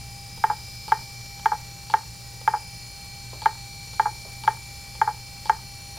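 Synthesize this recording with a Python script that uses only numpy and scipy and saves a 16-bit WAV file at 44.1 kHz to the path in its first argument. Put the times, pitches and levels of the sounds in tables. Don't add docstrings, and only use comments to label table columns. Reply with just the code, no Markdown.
import sys
import numpy as np
from scipy import signal
from scipy.fft import rfft, irfft
from scipy.io import wavfile

SR = 44100
rng = np.random.default_rng(int(sys.argv[2]) if len(sys.argv) > 2 else 0)


def generate_wav(signal):
    frames = np.transpose(np.atleast_2d(signal))
    scaled = np.clip(frames, -1, 1) * 32767
    pcm = np.round(scaled).astype(np.int16)
    wavfile.write(sys.argv[1], SR, pcm)


N = 263718
T = np.arange(N) / SR
SIDES = np.array([[1], [-1]])


def undb(db):
    return 10 ** (np.asarray(db) / 20)


def unit(x):
    return x / np.sqrt(np.mean(x ** 2))


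def colour(x, points):
    hz, db = np.transpose(points)
    bins = np.fft.rfftfreq(N, 1 / SR) + 1
    return irfft(rfft(x) * undb(np.interp(np.log(bins), np.log(hz), db)), N)


def noise(points):
    return unit(colour(rng.standard_normal(N), points))


def walk(rate):
    steps = rng.standard_normal(1024)
    return np.interp(T * rate, np.arange(len(steps)), steps)


def swell(curve):
    s, db = np.transpose(curve)
    return np.interp(T, s, db - np.mean(db))


def taps(rows):
    out = np.zeros(N)
    for s, db in rows:
        if 0 <= s <= T[-1]:
            out[round(s * SR)] += undb(db)
    return out


def bursts(rows):
    return sum(undb(db) * (T >= s) * np.exp(-np.abs(T - s) / fade) for s, fade, db in rows)


def through(x, response):
    return signal.fftconvolve(x, response)[:N]


def softened(x, hz):
    return signal.sosfilt(signal.butter(2, hz, fs=SR, output="sos"), x)


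def swings(rounds_s=(-.0986, 3.4586), retry_s=1.0187, back_s=.5379, out_db=0.45, back_db=-0.5):
    tries = [start + k * retry_s for start in rounds_s for k in range(3)]
    return [(s, out_db, 0) for s in tries] + [(s + back_s, back_db, 1) for s in tries]


def spindle_turning(sag=.0012, recover_s=0.11, wander=0.00041):
    drag = sum(np.exp(-((T - s + recover_s) / recover_s) ** 2) for s, _, back in swings() if back)
    return np.cumsum(1 - sag * (drag - drag.mean()) + wander * walk(6)) / SR


ORDER_HZ, CAGE_HZ = 192.9, 29.6
# order, lower_sideband_db, centre_db, upper_sideband_db
LOUD_TONES = [(12, -59.5, -76.5, -52), (20, -84, -69.5, -61.5), (22, -64.5, -87, -52.5),
              (23, -60, -81, -73), (24, -66, -77, -63), (25, -61, -82, -64.5), (26, -67, -73, -53),
              (28, -64.5, -74, -61.5), (30, -70, -55.5, -65), (36, -65, -60, -72), (38, -66, -64.5, -74),
              (42, -71, -65, -68), (54, -61, -62.5, -70), (66, -66, -77, -75)]

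def bearing_tones(first_order=14, last_order=78, soft_db=-65, fall_db_per_order=.11, scatter_db=5):
    loud_orders = [row[0] for row in LOUD_TONES]
    rows = list(LOUD_TONES)
    for order in range(first_order, last_order + 1, 2):
        shares = undb(scatter_db * rng.standard_normal(size=3))
        shares_db = 20 * np.log10(shares / np.linalg.norm(shares))
        if order not in loud_orders:
            rows.append((order, *(soft_db - fall_db_per_order * (order - first_order) + shares_db)))
    return rows


SWELL_PITCHES = [2320, 4320, 5040]
# time_s, relative_level_db
LOW_SWELL = [(0.0, -57), (1.1, -51), (1.85, -56.5), (2.28, -58), (2.68, -53.5), (3.18, -54.5),
             (4.36, -50.5), (5.46, -56), (5.98, -54.5)]
MID_SWELL = [(0.0, -58), (0.28, -65), (0.9, -53.5), (2.08, -55), (2.56, -60), (2.9, -52), (3.9, -51),
             (4.55, -55.5), (5.98, -51.5)]
HIGH_SWELL = [(0.0, -54.5), (0.78, -49.5), (1.78, -61.5), (2.58, -52), (3.71, -63), (4.46, -58),
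              (5.48, -55.5), (5.98, -63)]

def whine(turning, whine_db=3, drift_db=2.1, flutter_db=1.23, jitter_rad=0.35, width_rad=0.26):
    swells = [swell(curve) for curve in (LOW_SWELL, MID_SWELL, HIGH_SWELL)]
    cage = np.exp(2j * np.pi * CAGE_HZ * turning)
    out = np.zeros((2, N))
    for order, *levels_db in bearing_tones():
        hz = order * ORDER_HZ
        near = [curve for pitch, curve in zip(SWELL_PITCHES, swells) if abs(hz - pitch) < 125]
        drift = drift_db * walk(1.47)
        gain = undb(whine_db + (near[0] if near else drift) + flutter_db * walk(50))
        lower, centre, upper = undb(levels_db) * np.exp(2j * np.pi * rng.random(3))
        beating = lower * cage.conj() + centre + upper * cage
        shake = jitter_rad * hz / SWELL_PITCHES[-1] * walk(40)
        tone = gain * beating * np.exp(1j * (2 * np.pi * hz * turning + shake))
        skew = width_rad * hz / TOP_HZ * rng.choice([-1, 1])
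        out += np.real(tone * np.exp(1j * SIDES * skew))
    return out


# freq_hz, gain_db
SHEEN_COLOUR = [(1000, -7), (2600, 0), (3600, -13), (4500, 7), (6500, -3.5), (9000, -1.5), (12000, -26),
                (15500, -13)]
# freq_hz, side_minus_mid_db
DRIVE_WIDTH = [(400, -3), (1500, -3.5), (3000, -24), (6000, -6), (10000, -10), (15000, 4)]

def bearing_sheen(turning, level_db=-52, line_hz=3.3, skirt_hz=42.2, odd_db=-4):
    hz = np.fft.rfftfreq(N, 1 / SR)
    order = np.round(hz / ORDER_HZ)
    offset = hz - order * ORDER_HZ
    detune = offset - np.round(offset / CAGE_HZ) * CAGE_HZ
    skirts = undb(odd_db * (order % 2)) * np.exp(-(offset / skirt_hz) ** 2 / 2)
    comb = skirts / np.hypot(1, detune / line_hz)
    lines = [unit(irfft(rfft(noise(SHEEN_COLOUR)) * comb, N)) for _ in range(2)]
    mid, side = (np.interp(turning, T, x) for x in lines)
    return undb(level_db) * (mid + SIDES * colour(side, DRIVE_WIDTH))


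# freq_hz, gain_db
HISS_COLOUR = [(100, 6.5), (400, 4), (900, 2), (1500, -2.5), (3400, -1.5), (4000, 2.5), (4600, 6),
               (5400, -4), (6200, 3), (8000, -3.5), (11500, -7.5), (15500, -9)]

def platter_hiss(level_db=-50, flicker_db=1.5):
    mid, side = noise(HISS_COLOUR), colour(noise(HISS_COLOUR), DRIVE_WIDTH)
    return undb(level_db + flicker_db * walk(130)) * (mid + SIDES * side)


# pitch_hz, level_db
HUM_TONES = [(60, -55), (120, -48.5), (169, -61.5), (801, -55), (1927, -70)]
# freq_hz, gain_db
RUMBLE_COLOUR = [(25, -5), (60, 3), (115, 3.5), (190, -6), (280, -21), (700, -35), (2000, -53)]
# time_s, relative_level_db
BASS_SWELL = [(0.2, -42.0), (1.2, -44.0), (2.3, -45.0), (3.1, -45.0), (3.9, -43.0), (5.7, -43.0)]

def hum(waver_db=2.5, jitter_rad=0.089, rumble_db=-47, side_db=-11, swell_share=0.54):
    bass = undb(swell_share * swell(BASS_SWELL))
    tones = np.zeros(N)
    for hz, db in HUM_TONES:
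        gain = (bass if hz < 200 else 1) * np.sqrt(2) * undb(db + waver_db * walk(11))
        tones += gain * np.sin(2 * np.pi * hz * T + jitter_rad * walk(4.8))
    rumble = noise(RUMBLE_COLOUR) + undb(side_db) * SIDES * noise(RUMBLE_COLOUR)
    return tones + bass * undb(rumble_db) * rumble


# swing (0 out, 1 back), lead_s, fade_s, scrape_db, ping_db, jolt_db
RAMP_CONTACTS = [(0, .040, .004, -36, -29, -22), (0, .0282, .0015, -36, -32, -29),
                 (0, .020, .002, -44, -30, -50), (0, .008, .001, -41, -50, -29),
                 (1, .064, .009, -43, -41, -37)]
# freq_hz, gain_db
RAMP_COLOUR = [(250, -24), (480, 7), (650, -11), (1100, -1), (2000, -16), (3100, -1.5), (3800, -3),
               (4550, -14), (5300, -21), (9000, -10), (15000, -32)]

def scrapes(jolt_db=2, spring_hz=4540, spring_t60_s=0.012, contact_hz=950):
    rows = [(s - lead, *rest) for s, _, swing in swings()
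            for way, lead, *rest in RAMP_CONTACTS if way == swing]
    rubbing = noise(RAMP_COLOUR) * bursts([row[:3] for row in rows])
    t = T[:SR // 10]
    spring = np.sin(2 * np.pi * spring_hz * t) * np.exp(-np.log(1000) * t / spring_t60_s)
    pings = through(taps([(s, ping) for s, _, _, ping, _ in rows]), spring)
    jolts = softened(taps([(s, jolt) for s, *_, jolt in rows]), contact_hz)
    return rubbing + pings + undb(jolt_db) * through(jolts, case_ring())


# pitch_hz, level_db, t60_s
CASE_MODES = [(405.8, -35.5, 0.13), (482.7, -34, 0.11), (678, -16.5, 0.013), (843.8, -0.64, 0.014),
              (888.2, -2, 0.054), (1030, -19.5, 0.043), (1145, -5.5, 0.0079), (1375, -10, .011),
              (1442, -31.5, 0.07), (1614, -16.5, 0.033), (1847, -34, 0.16), (2070, -11, 0.0033),
              (2350, -16.5, 0.007), (2593, -40.5, .031), (3065, -45.5, 0.093), (3100, -32, 0.014)]

def case_ring():
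    t = T[:SR // 4]
    return sum(-(-1) ** k * undb(db) * np.sin(2 * np.pi * hz * t) * np.exp(-np.log(1000) * t / t60)
               for k, (hz, db, t60) in enumerate(CASE_MODES))


# freq_hz, gain_db
STOP_CRACK_COLOUR = [(1500, -39), (3200, 11), (4300, -2), (6000, 2.5), (8000, -10), (15000, -5)]

def knocks(crack_db=-33, crack_s=0.0034):
    blows = taps([(s, db) for s, db, _ in swings()])
    crack = noise(STOP_CRACK_COLOUR) * bursts([(s, crack_s, db + crack_db) for s, db, _ in swings()])
    return through(blows, case_ring()) + crack


# delay_s, relative_level_db
LATCH_BOUNCES = [(0, 1.5), (.01073, -3), (.0191, -11), (.0297, -15.5)]

def latches(after_knock_s=.0603, level_db=-7, contact_hz=1350):
    drops = taps([(s + after_knock_s, level_db) for s, _, back in swings() if back])
    blows = through(drops, taps(LATCH_BOUNCES)[:SR // 10])
    return through(softened(blows, contact_hz), case_ring())


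# start_s, fade_s, level_db
FAINT_BUMPS = [(3.331, 0.029, -42), (4.251, 0.038, -44.5)]
# freq_hz, gain_db
FAINT_BUMP_COLOUR = [(120, -24), (330, 2.5), (650, 2), (1100, -2.5), (2000, -32), (5000, -37)]

def bumps():
    return noise(FAINT_BUMP_COLOUR) * bursts(FAINT_BUMPS)


# delay_s, level_db
REFLECTIONS = [(.00355, -22), (.00491, -21.5), (.00726, -19.5), (.01394, -26), (.02116, -25),
               (.02837, -23.5), (.03416, -27), (.05126, -28), (.069, -35), (.094, -35)]
# freq_hz, gain_db
ROOM_COLOUR = [(300, -7), (550, 10), (870, 0.5), (1200, -0.5), (1900, 2), (4000, -26), (10000, 0)]

def room(x, tail_db=-27, t60_s=0.31, build_s=.025, side_db=-4):
    t = T[:SR // 2]
    build = 1 - np.exp(-(t / build_s) ** 2)
    shape = build * np.exp(-np.log(1000) * t / t60_s)
    shape = undb(tail_db) * shape / np.sqrt(np.sum(shape ** 2))
    mid, side = (through(x, shape * rng.standard_normal(len(t))) for _ in range(2))
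    tail = [colour(ch, ROOM_COLOUR) for ch in mid + undb(side_db) * SIDES * side]
    return x + through(x, taps(REFLECTIONS)[:SR // 10]) + np.array(tail)


def scene():
    arm = knocks() + latches() + scrapes()
    turning = spindle_turning()
    spindle = whine(turning) + bearing_sheen(turning) + platter_hiss()
    return room(arm) + spindle + hum() + bumps()


TOP_HZ = 15750

def record(dry, left_treble_db=1.4):
    ports = [colour(ch, [(3000, 0.013), (13000, sign * left_treble_db / 2)])
             for ch, sign in zip(dry, (1, -1))]
    return signal.sosfilt(signal.ellip(10, .1, 80, TOP_HZ, fs=SR, output="sos"), ports)


dry = scene()
out = record(dry)
generate_wav(out)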